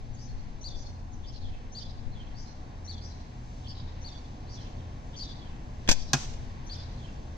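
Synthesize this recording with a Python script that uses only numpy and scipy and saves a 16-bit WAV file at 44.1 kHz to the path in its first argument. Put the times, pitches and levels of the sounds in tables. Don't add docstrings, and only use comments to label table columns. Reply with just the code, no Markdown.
import sys
import numpy as np
from scipy import signal
from scipy.fft import rfft, irfft, next_fast_len
from scipy.io import wavfile
from scipy.ndimage import uniform_filter1d

SR = 44100
rng = np.random.default_rng(int(sys.argv[2]) if len(sys.argv) > 2 else 0)


def bounce(signal):
    frames = np.transpose(np.atleast_2d(signal))
    limited = np.clip(frames, -1, 1)
    pcm = np.round(limited * 32767).astype(np.int16)
    wavfile.write(sys.argv[1], SR, pcm)


N = 325009
T = np.arange(N) / SR
FFT_SIZE = next_fast_len(N + SR // 2)
HZ = np.arange(FFT_SIZE // 2 + 1) * SR / FFT_SIZE + 1e-3
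SIDE = np.array([[.5], [-.5]])


def undb(db):
    return 10 ** (np.asarray(db) / 20)


def on_hz(points):
    hz, value = np.transpose(points)
    return np.interp(np.log(HZ), np.log(hz), value)


def shape(x, gain):
    return irfft(rfft(x, FFT_SIZE) * gain, FFT_SIZE)[..., :N]


def causal(points):
    cepstrum = irfft(np.log(undb(on_hz(points))), FFT_SIZE)
    cepstrum[1:FFT_SIZE // 2] *= 2
    cepstrum[FFT_SIZE // 2 + 1:] = 0
    return np.exp(rfft(cepstrum))


def ports(x, lag_ms, pan_db):
    return shape(x, undb(SIDE * pan_db) * np.exp(-2j * np.pi * HZ * SIDE * lag_ms / 1000))


def level(x, db):
    return x * undb(db) / np.sqrt(np.mean(x ** 2))


def walk(rate_hz):
    hold = int(SR / rate_hz)
    steps = np.repeat(rng.standard_normal(N // hold + 1), hold)
    return 1.18 * uniform_filter1d(uniform_filter1d(steps, hold), hold)[:N]


def fade(t, t60_s):
    return (t >= 0) * np.exp(-np.log(1000) * np.abs(t) / t60_s)


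def burst(t, t60_s, rise_s):
    return fade(t, t60_s) * (1 - fade(t, rise_s))


def band_slaps():
    # start_s, level_db, t60_s, bright_over_dull_db, bright_rise_s
    slaps = [(5.876, -28, 0.026, -13, 0.00406), (5.8864, -23.5, 0.015, -4, .005),
             (5.8892, -6, 0.019, -1.5, 0.0087), (5.91, -20.5, 0.019, -1, .012),
             (5.9132, -10, 0.018, 4, .008)]
    rebound_s, rebound_db, t60_growth = .0059, -10, 1.53
    crackle = rng.standard_normal((2, 3, N)) * undb(2.27 * rng.standard_normal(N))
    dull = bright = 0
    for start_s, db, t60_s, tilt_db, rise_s in slaps:
        for k in range(4):
            t = T - (start_s + k * rebound_s)
            flap_db, flap_t60_s = db + k * rebound_db, t60_s * t60_growth ** k
            dull += undb(flap_db - tilt_db / 2) * burst(t, flap_t60_s, .0014)
            bright += undb(flap_db + tilt_db / 2) * burst(t, flap_t60_s, rise_s)
    dull_eq = causal([(60, -4), (230, -2.5), (520, -5), (900, 2), (1250, -14), (1600, .5), (1950, -8.5),
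                      (2500, .5), (2950, -10.5), (3400, -.5), (4500, -24), (7500, -22), (10000, -49),
                      (16000, -51)])
    bright_eq = causal([(500, -44.5), (3000, -14), (4500, -1), (9500, -5), (12500, -.5), (15500, -2.5)])
    snap = shape(dull * crackle[0], dull_eq) + shape(bright * crackle[1], bright_eq)
    common, per_port = snap[0], snap[1:]
    return ports(common, lag_ms=-.11, pan_db=.1) + undb(.5) * per_port


def ball_hit():
    # delay_s, level_db, t60_s, pan_db
    rattles = [(0, -10.5, 0.014, .1), (.003, -15.5, 0.02, -5), (.0085, -24, .015, 11.5),
               (0.016, -25.5, 0.05, -1)]
    # pitch_hz, level_db, t60_s
    board_modes = [(138.6, -14.5, 0.12), (245, -17.5, 0.074), (354, -24, 0.069), (701, -24, 0.068),
                   (808, -22.5, 0.07), (1050, -23, 0.044), (1440, -27.5, 0.09), (1620, -18, 0.044),
                   (2516, -29.5, 0.11), (4350, -13, 0.01), (5000, -12, 0.01), (6000, -18.5, 0.022)]
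    hit_s = 6.1326
    t = T - hit_s
    rattle = sum(undb(db + SIDE * pan_db) * fade(t - delay_s, t60_s)
                 for delay_s, db, t60_s, pan_db in rattles)
    noise = rng.standard_normal((3, N))
    steel_eq = causal([(200, -8.5), (450, -10), (700, 4), (1700, 4), (2100, -1), (3300, -2), (5000, -2),
                       (9000, -1), (16000, 6)])
    crack = shape(rattle * (.75 * noise[0] + .66 * noise[1:]), steel_eq)
    crack -= shape(crack * (1 - fade(t, .054)), 1 / (1 + (8500 / HZ) ** 8))
    ring = sum(undb(db) * burst(t, t60_s, rise_s=20 / hz) * np.sin(2 * np.pi * hz * t)
               for hz, db, t60_s in board_modes)
    click = shape(signal.unit_impulse(N, int(hit_s * SR)), steel_eq)
    thud = shape(ring, undb(-13.5) / (1 + (HZ / 450) ** 4))
    return crack + ring, click + thud


def air_puff():
    start_s, rise_s, hold_s, t60_s, vent_hz = 5.889, .012, .011, .1, 2.7
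    rise = np.sin(np.pi / 2 * np.clip((T - start_s) / rise_s, 0, 1))
    fall = fade(np.clip(T - start_s - rise_s - hold_s, 0, None), t60_s)
    leak = 1j * HZ / vent_hz
    return shape(undb(-9.3) * rise * fall, leak / (1 + leak)) * undb([[0], [-30]])


def band_ticks():
    # start_s, level_db, t60_s
    ticks = [(6.656, -67, .05), (6.768, -64, .04)]
    envelope = sum(undb(db) * burst(T - start_s, t60_s, .004) for start_s, db, t60_s in ticks)
    treble_eq = causal([(3000, -30), (7000, -6), (10500, 5), (15000, -10)])
    return ports(shape(envelope * rng.standard_normal(N), treble_eq), lag_ms=-.1, pan_db=4.4)


def whistles(parts, calls, slow_shake, quick_shake):
    out = np.zeros(N)
    loudest_mid_hz = max(parts, key=lambda part: part[5])[3]
    for start_s, call_db, call_hz in calls:
        for k, (offset_s, length_s, first_hz, mid_hz, last_hz, db, rasp) in enumerate(parts):
            i = int((start_s + offset_s) * SR) + np.arange(int(length_s * SR))
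            u = np.linspace(0, 1, len(i))
            pure, shifted = np.sqrt(1 - rasp), i - 1000 * k
            warble, real, imag = pure * slow_shake[:, shifted] + np.sqrt(rasp) * quick_shake[:, shifted]
            slope_hz = 4 * mid_hz - 3 * first_hz - last_hz
            bend_hz = 2 * (first_hz + last_hz - 2 * mid_hz)
            glide_hz = call_hz / loudest_mid_hz * (first_hz + slope_hz * u + bend_hz * u ** 2)
            pitch_hz = glide_hz * (1 + .045 * rasp * np.tanh(warble))
            phasor = np.exp(2j * np.pi * np.cumsum(pitch_hz) / SR)
            voice = phasor * (pure + np.sqrt(rasp / 2) * (real + 1j * imag)) + undb(-41) * phasor ** 3
            rolloff_db = np.clip(glide_hz - 6300, 0, None) / -130
            envelope = np.sin(np.pi * u) ** (.3 + .35 * rasp)
            out[i] += np.sqrt(2) * undb(call_db + db + rolloff_db) * envelope * voice.real
    return out


def birds(echo):
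    # offset_s, length_s, first_hz, mid_hz, last_hz, level_db, rasp (0-1); transposed per call
    sparrow = [(-.04, 0.034, 5950, 6100, 6300, -17.5, .85), (-.008, 0.015, 4020, 4455, 4530, -10, 0.1),
               (.008, 0.02, 4693, 4721, 4650, -7, 0.1), (.022, .013, 4650, 4300, 3900, -10.5, .15),
               (.033, .016, 3900, 3680, 3560, -19, .35), (.031, .035, 6300, 5810, 5440, -21, .9),
               (.055, .03, 3680, 3600, 3480, -21.5, .4), (.086, .032, 3456, 3520, 3450, -20, .4)]
    riser = [(0, .035, 4200, 4500, 4800, -7, .6), (.02, .06, 4850, 5000, 5100, 0, .62),
             (.025, .075, 5650, 5800, 5950, -1, .6), (.03, .08, 6400, 6500, 6400, -9, 1),
             (.115, .04, 4000, 4200, 4200, -4, .5)]
    cheep = [(-.03, 0.033, 3340, 3340, 3200, -2, 0.97), (0, 0.0434, 4250, 4852, 4600, 3.5, 0.62),
             (.01, 0.04, 5280, 5335, 5310, 0, 0.5), (.015, .04, 3100, 3150, 3200, -7, .7),
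             (0.074, 0.0656, 4100, 3900, 3840, -4, 0.68)]
    faller = [(0, .04, 4405, 4230, 3980, -4, .6), (.03, 0.035, 3600, 3477, 3380, -0.5, 0.5),
              (.07, .03, 3250, 3180, 3120, -1.5, .4), (.112, 0.035, 2850, 2720, 2640, -5, .5)]
    flick = [(0, .035, 6800, 6200, 5800, 0, .55)]
    # start_s, level_db, pitch_hz (middle of the loudest part)
    sparrow_calls = [(.648, -33.5, 4690), (1.757, -36.5, 4720), (2.885, -34.5, 4590), (4.050, -36, 4650),
                     (5.201, -34, 4680), (6.702, -37.5, 4700)]
    riser_calls = [(.165, -58.5, 5160), (0.729, -57.5, 5180), (2.34, -58.5, 5000), (2.988, -59, 4910),
                   (4.469, -58, 4890), (5.955, -54.5, 4770)]
    cheep_calls = [(1.259, -59.5, 5050), (1.325, -65, 4460), (1.775, -57.5, 4880), (3.668, -53.5, 4760),
                   (5.16, -53, 4850), (6.714, -56, 4990)]
    faller_calls = [(1.405, -60, 3370), (2.117, -58, 3445), (4.531, -59.5, 3420), (5.37, -60.5, 3410),
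                    (6.959, -59.5, 3440)]
    flick_calls = [(0.134, -59.5, 6440), (1.115, -62.5, 6200), (1.31, -67, 6180), (4.779, -66, 3430)]
    # lag_ms, pan_db, echo_db
    perches = [(-0.245, 6, -20), (-0.468, 2.5, -14), (-0.47, 3.2, -14.5), (0.26, 1, -15), (-0.375, 3, -13)]
    singers = [(sparrow, sparrow_calls), (riser, riser_calls), (cheep, cheep_calls),
               (faller, faller_calls), (flick, flick_calls)]
    shake_hz, leaves_hz, flutter_share = (220, 420), 45, .2
    shakes = [level(shape(rng.standard_normal((3, N)), np.exp(-(HZ / hz) ** 2)), 0) for hz in shake_hz]
    breath_eq = undb(on_hz([(2000, -24), (6500, -8), (9000, -28.5), (15000, -41)]))
    out = 0
    for (parts, calls), (lag_ms, pan_db, echo_db) in zip(singers, perches):
        song = whistles(parts, calls, *shakes)
        song += shape(song * rng.standard_normal(N), breath_eq)
        leaves = level(shape(rng.standard_normal((2, N)), np.exp(-(HZ / leaves_hz) ** 2)), 0)
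        flutter = np.sqrt(1 - flutter_share) + np.sqrt(flutter_share) * leaves
        out += ports(song, lag_ms, pan_db) + undb(echo_db) * flutter * shape(song, echo)
    return out


def garden_echo():
    # delay_s, level_db
    wall_echoes = [(.009, -6.5), (0.036, -23), (.05, -32.5), (.068, -30.5)]
    # centre_hz, t60_s, level_db
    tail_bands = [(149.8, 0.79, -3), (703, 0.36, 6.5), (1700, 0.46, 2.5), (3170, 0.72, 3.5),
                  (6200, 0.51, 5), (9000, 0.49, 1.5), (13000, 0.35, -4.5)]
    t = T[:SR // 2]
    tail_noise, wall_noise = rng.standard_normal((2, 2, len(t)))
    tail = 0
    for centre_hz, t60_s, db in tail_bands:
        band = on_hz([(hz, float(hz == centre_hz)) for hz, _, _ in tail_bands])
        tail += shape(tail_noise, band)[:, :len(t)] * undb(db) * fade(t, t60_s)
    clumps = undb(1.5 * walk(70)[:len(t)])
    build_up = 1 - np.exp(-(t / .035) ** 2)
    tail *= clumps * build_up * undb(-20.5)
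    walls = wall_noise * sum(undb(db) * fade(t - delay_s, .055) for delay_s, db in wall_echoes)
    treble_loss = 1 + (HZ / 9000) ** 4
    return rfft(tail, FFT_SIZE) + rfft(walls, FFT_SIZE) / treble_loss


def town():
    # freq_hz, density_db
    spectrum = [(15, 3), (38, -0.5), (92, -6), (129, -7), (185, -14), (245, -14.5), (382, -22.5),
                (800, -23.5), (1080, -25.5), (1260, -34.5), (1600, -31.5), (3080, -38), (6300, -40.5),
                (7700, -51.5), (9000, -66), (12500, -67), (15500, -100.5)]
    # lag_ms, share_200hz_db, share_2khz_db
    directions = [(-.48, -2.5, -6), (-.24, -11, -6.5), (0, -4.5, -6.5), (0.241, -6.5, -9), (0.451, 3, -10)]
    wash = power = out = 0
    for lag_ms, low_db, high_db in directions:
        share = undb(on_hz([(200, low_db), (2000, high_db)]))
        wash += ports(shape(rng.standard_normal(N), share), lag_ms, pan_db=.8)
        power += share ** 2
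    town_eq = undb(on_hz(spectrum)) / np.sqrt(power)
    swell_db = 1.2 * walk(.68)
    for octave in range(4, 15):
        band = np.cos(np.pi / 2 * np.clip(np.log2(HZ) - octave, -1, 1)) ** 2
        flicker_db = 1.23 * walk(6) * min(octave / 9, 1)
        out += shape(wash, town_eq * band) * undb(swell_db + flicker_db)
    return level(out, db=-41)


def fan_hum():
    # centre_hz, width_hz, level_db
    hum_lines = [(85.43, 3, -48.5), (120.14, 4.1, -51.5), (234.3, 55, -58), (735.5, 25, -64.5),
                 (1180, 9, -75.5)]
    # pitch_hz, level_db
    motor_tones = [(818.3, -66), (1109, -72)]
    peaks = sum(undb(db) / np.sqrt(width_hz) / (1 + (2 * (HZ - hz) / width_hz) ** 2)
                for hz, width_hz, db in hum_lines)
    hum = shape(rng.standard_normal(N), np.sqrt(2 * SR / np.pi) * peaks)
    whine = sum(np.sqrt(2) * undb(db) * np.sin(2 * np.pi * hz * T) for hz, db in motor_tones)
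    return ports(hum + whine, lag_ms=.38, pan_db=.74)


def breeze():
    # time_s, left_level_db
    gusts = [(0.0, -37), (0.22, -40), (0.33, -27.5), (0.53, -40.5), (1.19, -44.5), (1.5, -29.5),
             (1.72, -41), (1.97, -41), (2.07, -37), (2.24, -41), (3.0, -55.5), (5.34, -51), (6.2, -52),
             (6.34, -31), (6.49, -36.5), (6.75, -52), (7.37, -51)]
    rumble_eq = undb(on_hz([(4, 13), (15, 19.5), (40, 10), (90, -2.5), (300, -66.5)]))
    rumble = shape(rng.standard_normal((2, N)), rumble_eq) * undb(2.8 * walk(7))
    gust_db = np.interp(T, *np.transpose(gusts))
    return level(rumble, 0) * undb(gust_db) * undb([[0], [-8]])


def scene():
    # freq_hz, gain_db
    port_response = [(20, 11.5), (1000, -1), (4000, 1), (5600, 5), (6250, 9), (6800, 0), (7500, 0),
                     (9000, -15.5), (12000, -21.5), (16000, -22.5)]
    # freq_hz, pan_db
    shot_pan = [(2000, 0.5), (4500, -2), (8000, 3.5), (14000, 3.5)]
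    echo = garden_echo()
    snap = band_slaps()
    hit, hit_feed = ball_hit()
    shot = snap + hit + shape(undb(-34.5) * snap + undb(-14) * hit_feed, echo)
    shot = shape(shot, causal(port_response) * undb(SIDE * on_hz(shot_pan)))
    return shot + air_puff() + birds(echo) + town() + fan_hum() + breeze() + band_ticks()


def record(dry):
    cutoff_hz = 15200
    return signal.sosfilt(signal.ellip(8, .2, 70, cutoff_hz, fs=SR, output="sos"), dry)


dry = scene()
out = record(dry)
bounce(out)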